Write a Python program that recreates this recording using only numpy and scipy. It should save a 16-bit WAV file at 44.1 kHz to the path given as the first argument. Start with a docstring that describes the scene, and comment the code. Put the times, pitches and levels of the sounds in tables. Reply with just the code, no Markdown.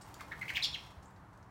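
"""In a fenced garden, wings flutter and brush dry twigs over a low distant rumble and faint hiss.
Then a blackbird gives seven quick, harsh chirps: six climb in pitch and loudness, the last drops back.
Each has two voices, one from each side of the syrinx (the bird's voice box): one arches up and down,
the other only falls. Soft thuds of air join in, and fence and paving echo the bird and its wings.
After the last chirp a few more wing flicks follow and the rustle dies away."""
import sys
import numpy as np
from scipy import signal
from scipy.fft import rfft, irfft
from scipy.io import wavfile

SR = 44100
rng = np.random.default_rng(int(sys.argv[2]) if len(sys.argv) > 2 else 0)


def pcm_store(signal):
    """Save signal as 16-bit PCM."""
    levels = np.round(np.clip(np.atleast_2d(signal), -1, 1) * 32767)
    wavfile.write(sys.argv[1], SR, levels.astype(np.int16).T)


N = 66150  # 1.5 seconds

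# One row per chirp. peak_share is how far in it is strongest; the last three are relative to the voices.
# start_s, length_s, arch_start_hz, arch_top_hz, arch_end_hz, arch_db,
# fall_start_hz, fall_end_hz, fall_db, peak_share, overtones_db, rasp_db, hiss_db
CHIRPS = [(0.195, 0.024, 1848, 2308, 1390, -55, 1600, 930, -46.5, 0.99, -20, -20, -25),
          (.313, .024, 1658, 2149, 1605, -47, 1852, 1410, -42, 0.4, -18, -33, -30),
          (.412, .029, 2107, 2466, 1680, -51, 2130, 1592, -39, .22, -29.5, -27, -28),
          (0.48, .031, 2200, 2997, 1853, -44, 2600, 1447, -37.5, 0.73, -23, -19, -24),
          (.547, .035, 2575, 3546, 2300, -42, 2850, 1700, -35, 0.73, -17.5, -18.5, -18),
          (.621, .040, 3850, 5334, 3497, -37.5, 3690, 2640, -36, 0.62, -17.5, -12.5, -24.5),
          (.730, .034, 3550, 4000, 2490, -50.5, 3550, 1645, -40, 0.51, -22, -21.5, -28)]
# Pitches that throat and beak make louder: pitch_hz, width_hz, boost_db
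THROAT_BANDS = [(2209, 100, 5), (2620, 110, 1.5), (3340, 220, 2.5), (4184, 390, 7), (5880, 460, 3.5)]
# Tone of the rasp in a chirp: pitch_hz, level_db
RASP_TONE = [(800, -18), (1500, -14), (3000, 13), (5000, 6.5), (6600, 6), (8200, -0.5), (11500, -2),
             (16000, -21)]
# Tone of the high hiss in a chirp: pitch_hz, level_db
HISS_TONE = [(6000, -40), (11500, -15), (14000, -1), (16000, -3)]

def blackbird(t):
    """Each chirp swells and fades in an arching and a falling voice, with a rasp at its height."""
    out = np.zeros(N)
    for (start_s, length_s, arch_start_hz, arch_top_hz, arch_end_hz, arch_db,
         fall_start_hz, fall_end_hz, fall_db, peak_share, overtones_db, rasp_db, hiss_db) in CHIRPS:
        where, age = window(t, start_s)
        progress = np.clip(age / length_s, 0, 1)
        arch_hz = arch_pitch(progress, arch_start_hz, arch_top_hz, arch_end_hz)
        fall_hz = fall_start_hz + (fall_end_hz - fall_start_hz) * progress ** 2.2  # sags ever faster
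        arch = voice(arch_hz, progress, overtones_db - 5, pitch_shake=.0568, flicker_db=4)  # purer
        fall = voice(fall_hz, progress, overtones_db, pitch_shake=.035, flicker_db=4.8)
        rasp = gain(rasp_db) * noise(RASP_TONE, len(age))
        hiss = gain(hiss_db) * noise(HISS_TONE, len(age))
        breath = np.hypot(gain(arch_db), gain(fall_db)) * (rasp + hiss)
        arch *= gain(arch_db) * swell(progress, peak_share, start_db=-3.5, end_db=-.5)
        fall *= gain(fall_db) * swell(progress, peak_share, start_db=-17, end_db=-12)
        breath *= swell(progress, peak_share, start_db=-10.5, end_db=-4)
        on_off = np.clip(np.minimum(age, length_s - age) / .0018 + .5, 0, 1)  # 1.8 ms soft edges
        out[where] += on_off * (arch + fall + breath)
    return boost(out, THROAT_BANDS)


def voice(pitch_hz, progress, overtones_db, pitch_shake, flicker_db):
    """One side of the voice box: a tone that turns rough while a growing rattle chops and bends it."""
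    size = len(pitch_hz)
    rattle_hz, shake_hz = 290, 600
    uneven_rattle_hz = rattle_hz * (1 + .21 * wobble(rattle_hz, size))
    rattle = 2 * np.pi * (np.cumsum(uneven_rattle_hz) / SR + rng.random())
    roughness = np.minimum(progress / .27, 1)
    bend = pitch_shake * roughness * wobble(shake_hz, size) + .044 * progress * np.cos(rattle)
    phase = 2 * np.pi * np.cumsum(pitch_hz * (1 + bend)) / SR
    overtones = np.sin(2 * phase) + gain(-15) * np.sin(3 * phase)
    tone = np.sin(phase) + gain(overtones_db) * overtones
    flicker = gain(flicker_db * wobble(shake_hz, size))
    chop = 1 + .46 * progress * np.sin(rattle)
    return normalize(tone * flicker) * chop


def arch_pitch(progress, start_hz, top_hz, end_hz):
    """The pitch curves up to its top just before halfway, then drops."""
    top_share = .47
    rise = np.minimum(progress / top_share, 1)
    drop = np.maximum(progress - top_share, 0) / (1 - top_share)
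    smooth_rise = np.sin(rise ** 1.3 * np.pi / 2) ** 2
    return start_hz + (top_hz - start_hz) * smooth_rise + (end_hz - top_hz) * drop ** 1.2


def swell(progress, peak_share, start_db, end_db):
    """Loudness grows from start_db to full strength, then sinks to end_db."""
    before = np.maximum(1 - progress / peak_share, 0)
    after = np.maximum(progress - peak_share, 0) / (1 - peak_share)
    return gain(start_db * before ** 1.75 + end_db * after ** 1.75)


# Wing strokes and brushed twigs: start_s, level_db, fade_s, pitch_hz, width_octaves
FLICKS = [(0.011, -59.5, 0.026, 5500, 0.66), (0.0199, -52, 0.0037, 8600, 0.11),
          (.077, -65, 0.011, 7960, 1.1), (0.11, -70, 0.011, 7000, 1.3), (.1415, -46.5, 0.003, 5160, 0.95),
          (0.2073, -45, 0.0039, 2200, 1.7), (.364, -79, 0.006, 7500, .7), (0.393, -57, 0.0055, 6940, 1.6),
          (.811, -72, .005, 5900, 0.69), (.836, -61, 0.0055, 6000, 0.57), (0.863, -60, 0.0067, 5000, 0.66),
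          (.905, -67, 0.0065, 7500, 0.35), (1.0261, -65.5, 0.013, 6370, 0.52),
          (1.056, -60, 0.0057, 7200, .2), (1.081, -69, 0.0044, 7500, 0.18), (1.161, -69, .009, 4470, 0.58),
          (1.33, -71.5, 0.016, 4000, 0.93), (1.374, -68, 0.0052, 6000, 0.83),
          (1.427, -67, .005, 5500, 0.49)]
# Tone of rustling feathers and leaves: pitch_hz, level_db
RUSTLE_TONE = [(800, -1), (2500, 10), (5000, 2.5), (8500, -1), (11500, -3), (16000, -1.5)]
# Loudness of that rustle: time_s, level_db
RUSTLE_LEVEL = [(0, -65.5), (.2, -66), (.35, -66.5), (.47, -58.5), (.7, -66.5), (.85, -69), (1.0, -75),
                (1.5, -106)]

def flutter(t):
    """Short dry flicks of wings and twigs over a flickering rustle that dies away."""
    out = noise(RUSTLE_TONE) * normalize(gain(4 * wobble(rate_hz=119))) * loudness(RUSTLE_LEVEL, t)
    for start_s, level_db, fade_s, pitch_hz, width_octaves in FLICKS:
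        where, age = window(t, start_s)
        band = lambda hz: np.exp(-.5 * (np.log2(hz / pitch_hz) / width_octaves) ** 2)
        snap = np.clip(age / .00071, 0, 1) * np.exp(-age / fade_s)
        out[where] += gain(level_db) * snap * shaped_noise(band, len(age))
    return out


# Soft low thuds of air: middle_s, level_db, pitch_hz, half_length_s
THUDS = [(0.396, -66, 74.6, .007), (.45, -49.5, 107, 0.016), (0.539, -50.5, 78, 0.018),
         (0.722, -50.5, 75, 0.019), (0.985, -51, 80.4, 0.0088), (1.173, -53.5, 99, .02)]

def thuds(t):
    """Puffs of air, each only a few slow waves long."""
    out = np.zeros(N)
    for middle_s, level_db, pitch_hz, half_length_s in THUDS:
        puff = np.exp(-((t - middle_s) / half_length_s) ** 2)
        wave = np.sqrt(2) * np.cos(2 * np.pi * (pitch_hz * (t - middle_s) + rng.random()))
        out += gain(level_db) * puff * wave
    return out


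# Echoes off paving, wall and fence: delay_s, level_db
ECHOES = [(.0045, -20), (0.012, -14), (0.02, -19), (0.038, -16.5)]
# Tone of the scattered sound and its tail: pitch_hz, level_db
ECHO_TONE = [(200, -4), (1500, -2.5), (3200, -5), (5500, -2.5), (9000, -2.5), (16000, -22)]
# Pitches that stand out in the tail: pitch_hz, width_hz, boost_db
TAIL_BANDS = [(2120, 61, 5.5), (2570, 230, 4.5), (3350, 100, 7), (4080, 100, 3.5), (5480, 130, 7.5)]

def garden_echo(sound, t):
    """Adds a few distinct echoes, quick scatter from the plants and a longer tail."""
    scatter_s, tail_s, build_s = .14, .5, .018  # the first two are times to fade by 60 dB
    scatter = noise(ECHO_TONE) * gain(-60 * t / scatter_s)
    tail = boost(noise(ECHO_TONE), TAIL_BANDS) * gain(-60 * t / tail_s) * np.minimum(t / build_s, 1)
    echo = (gain(-10) * normalize(scatter) + gain(-11.5) * normalize(tail)) / np.sqrt(N)
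    for delay_s, level_db in ECHOES:
        echo[int(delay_s * SR)] += gain(level_db)
    return sound + signal.fftconvolve(sound, echo)[:N]


# Tone of the distant rumble and hiss: pitch_hz, level_db
RUMBLE_TONE = [(20, -22), (40, -3.5), (75, 0.5), (115, -3.5), (155, 0.5), (190, -10), (240, -10.5),
               (300, -7), (400, -13), (650, -12), (920, -6.5), (1300, -12), (1800, -18), (2600, -29),
               (4500, -36.5), (8500, -41), (11000, -44), (16000, -47)]
# Loudness of that rumble and hiss: time_s, level_db
RUMBLE_LEVEL = [(0, -54), (.3, -52.5), (.6, -52.5), (.9, -56), (1.5, -57.5)]
# Notes of a distant drone: pitch_hz, level_db
DRONE_NOTES = [(113, -64), (191, -67)]

def background(t):
    """Distant rumble and hiss with a faint wavering drone."""
    drone = np.zeros(N)
    for pitch_hz, level_db in DRONE_NOTES:
        phase = 2 * np.pi * np.cumsum(pitch_hz * (1 + .02 * wobble(rate_hz=6.1))) / SR
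        waver = gain(2.5 * wobble(rate_hz=7))
        drone += gain(level_db) * normalize(np.sin(phase) * waver)
    return noise(RUMBLE_TONE) * loudness(RUMBLE_LEVEL, t) + drone


def gain(db):
    """Turns decibels into a number to multiply by."""
    return 10 ** (np.asarray(db) / 20)


def loudness(rows, t):
    """A gain that glides through (time_s, level_db) rows."""
    return gain(np.interp(t, *np.array(rows, float).T))


def normalize(x):
    """Scales a signal to an average strength (rms) of 1."""
    return x / np.sqrt(np.mean(x ** 2))


def shaped_noise(gain_at, size=N):
    """Noise whose strength at each pitch follows gain_at(hz)."""
    hz = np.maximum(np.arange(size // 2 + 1) * SR / size, 1)
    return normalize(irfft(rfft(rng.standard_normal(size)) * gain_at(hz), size))


def noise(tone, size=N):
    """Noise shaped by (pitch_hz, level_db) rows."""
    pitch_hz, level_db = np.array(tone, float).T
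    return shaped_noise(lambda hz: gain(np.interp(np.log(hz), np.log(pitch_hz), level_db)), size)


def wobble(rate_hz, size=N):
    """A smooth random wander, up to about rate_hz fast."""
    return shaped_noise(lambda hz: np.exp(-np.minimum(hz / rate_hz, 10) ** 2), size)


def boost(x, bands):
    """Makes narrow bands of pitch louder."""
    return x + sum((gain(db) - 1) * signal.lfilter(*signal.iirpeak(hz, hz / width_hz, fs=SR), x)
                   for hz, width_hz, db in bands)


def window(t, start_s):
    """The samples from just before an event on, and their age in seconds."""
    first = max(int((start_s - .005) * SR), 0)
    where = slice(first, first + 4096)
    return where, t[where] - start_s


def scene():
    """Bird and wings echo in the garden, over the thuds and the background."""
    t = np.arange(N) / SR
    return (garden_echo(blackbird(t) + flutter(t), t) + thuds(t) + background(t))[None]


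def record(dry):
    """Cuts away the very highest treble."""
    top_hz = 15850
    return signal.sosfilt(signal.ellip(10, .2, 70, top_hz, fs=SR, output="sos"), dry)


dry = scene()
out = record(dry)
pcm_store(out)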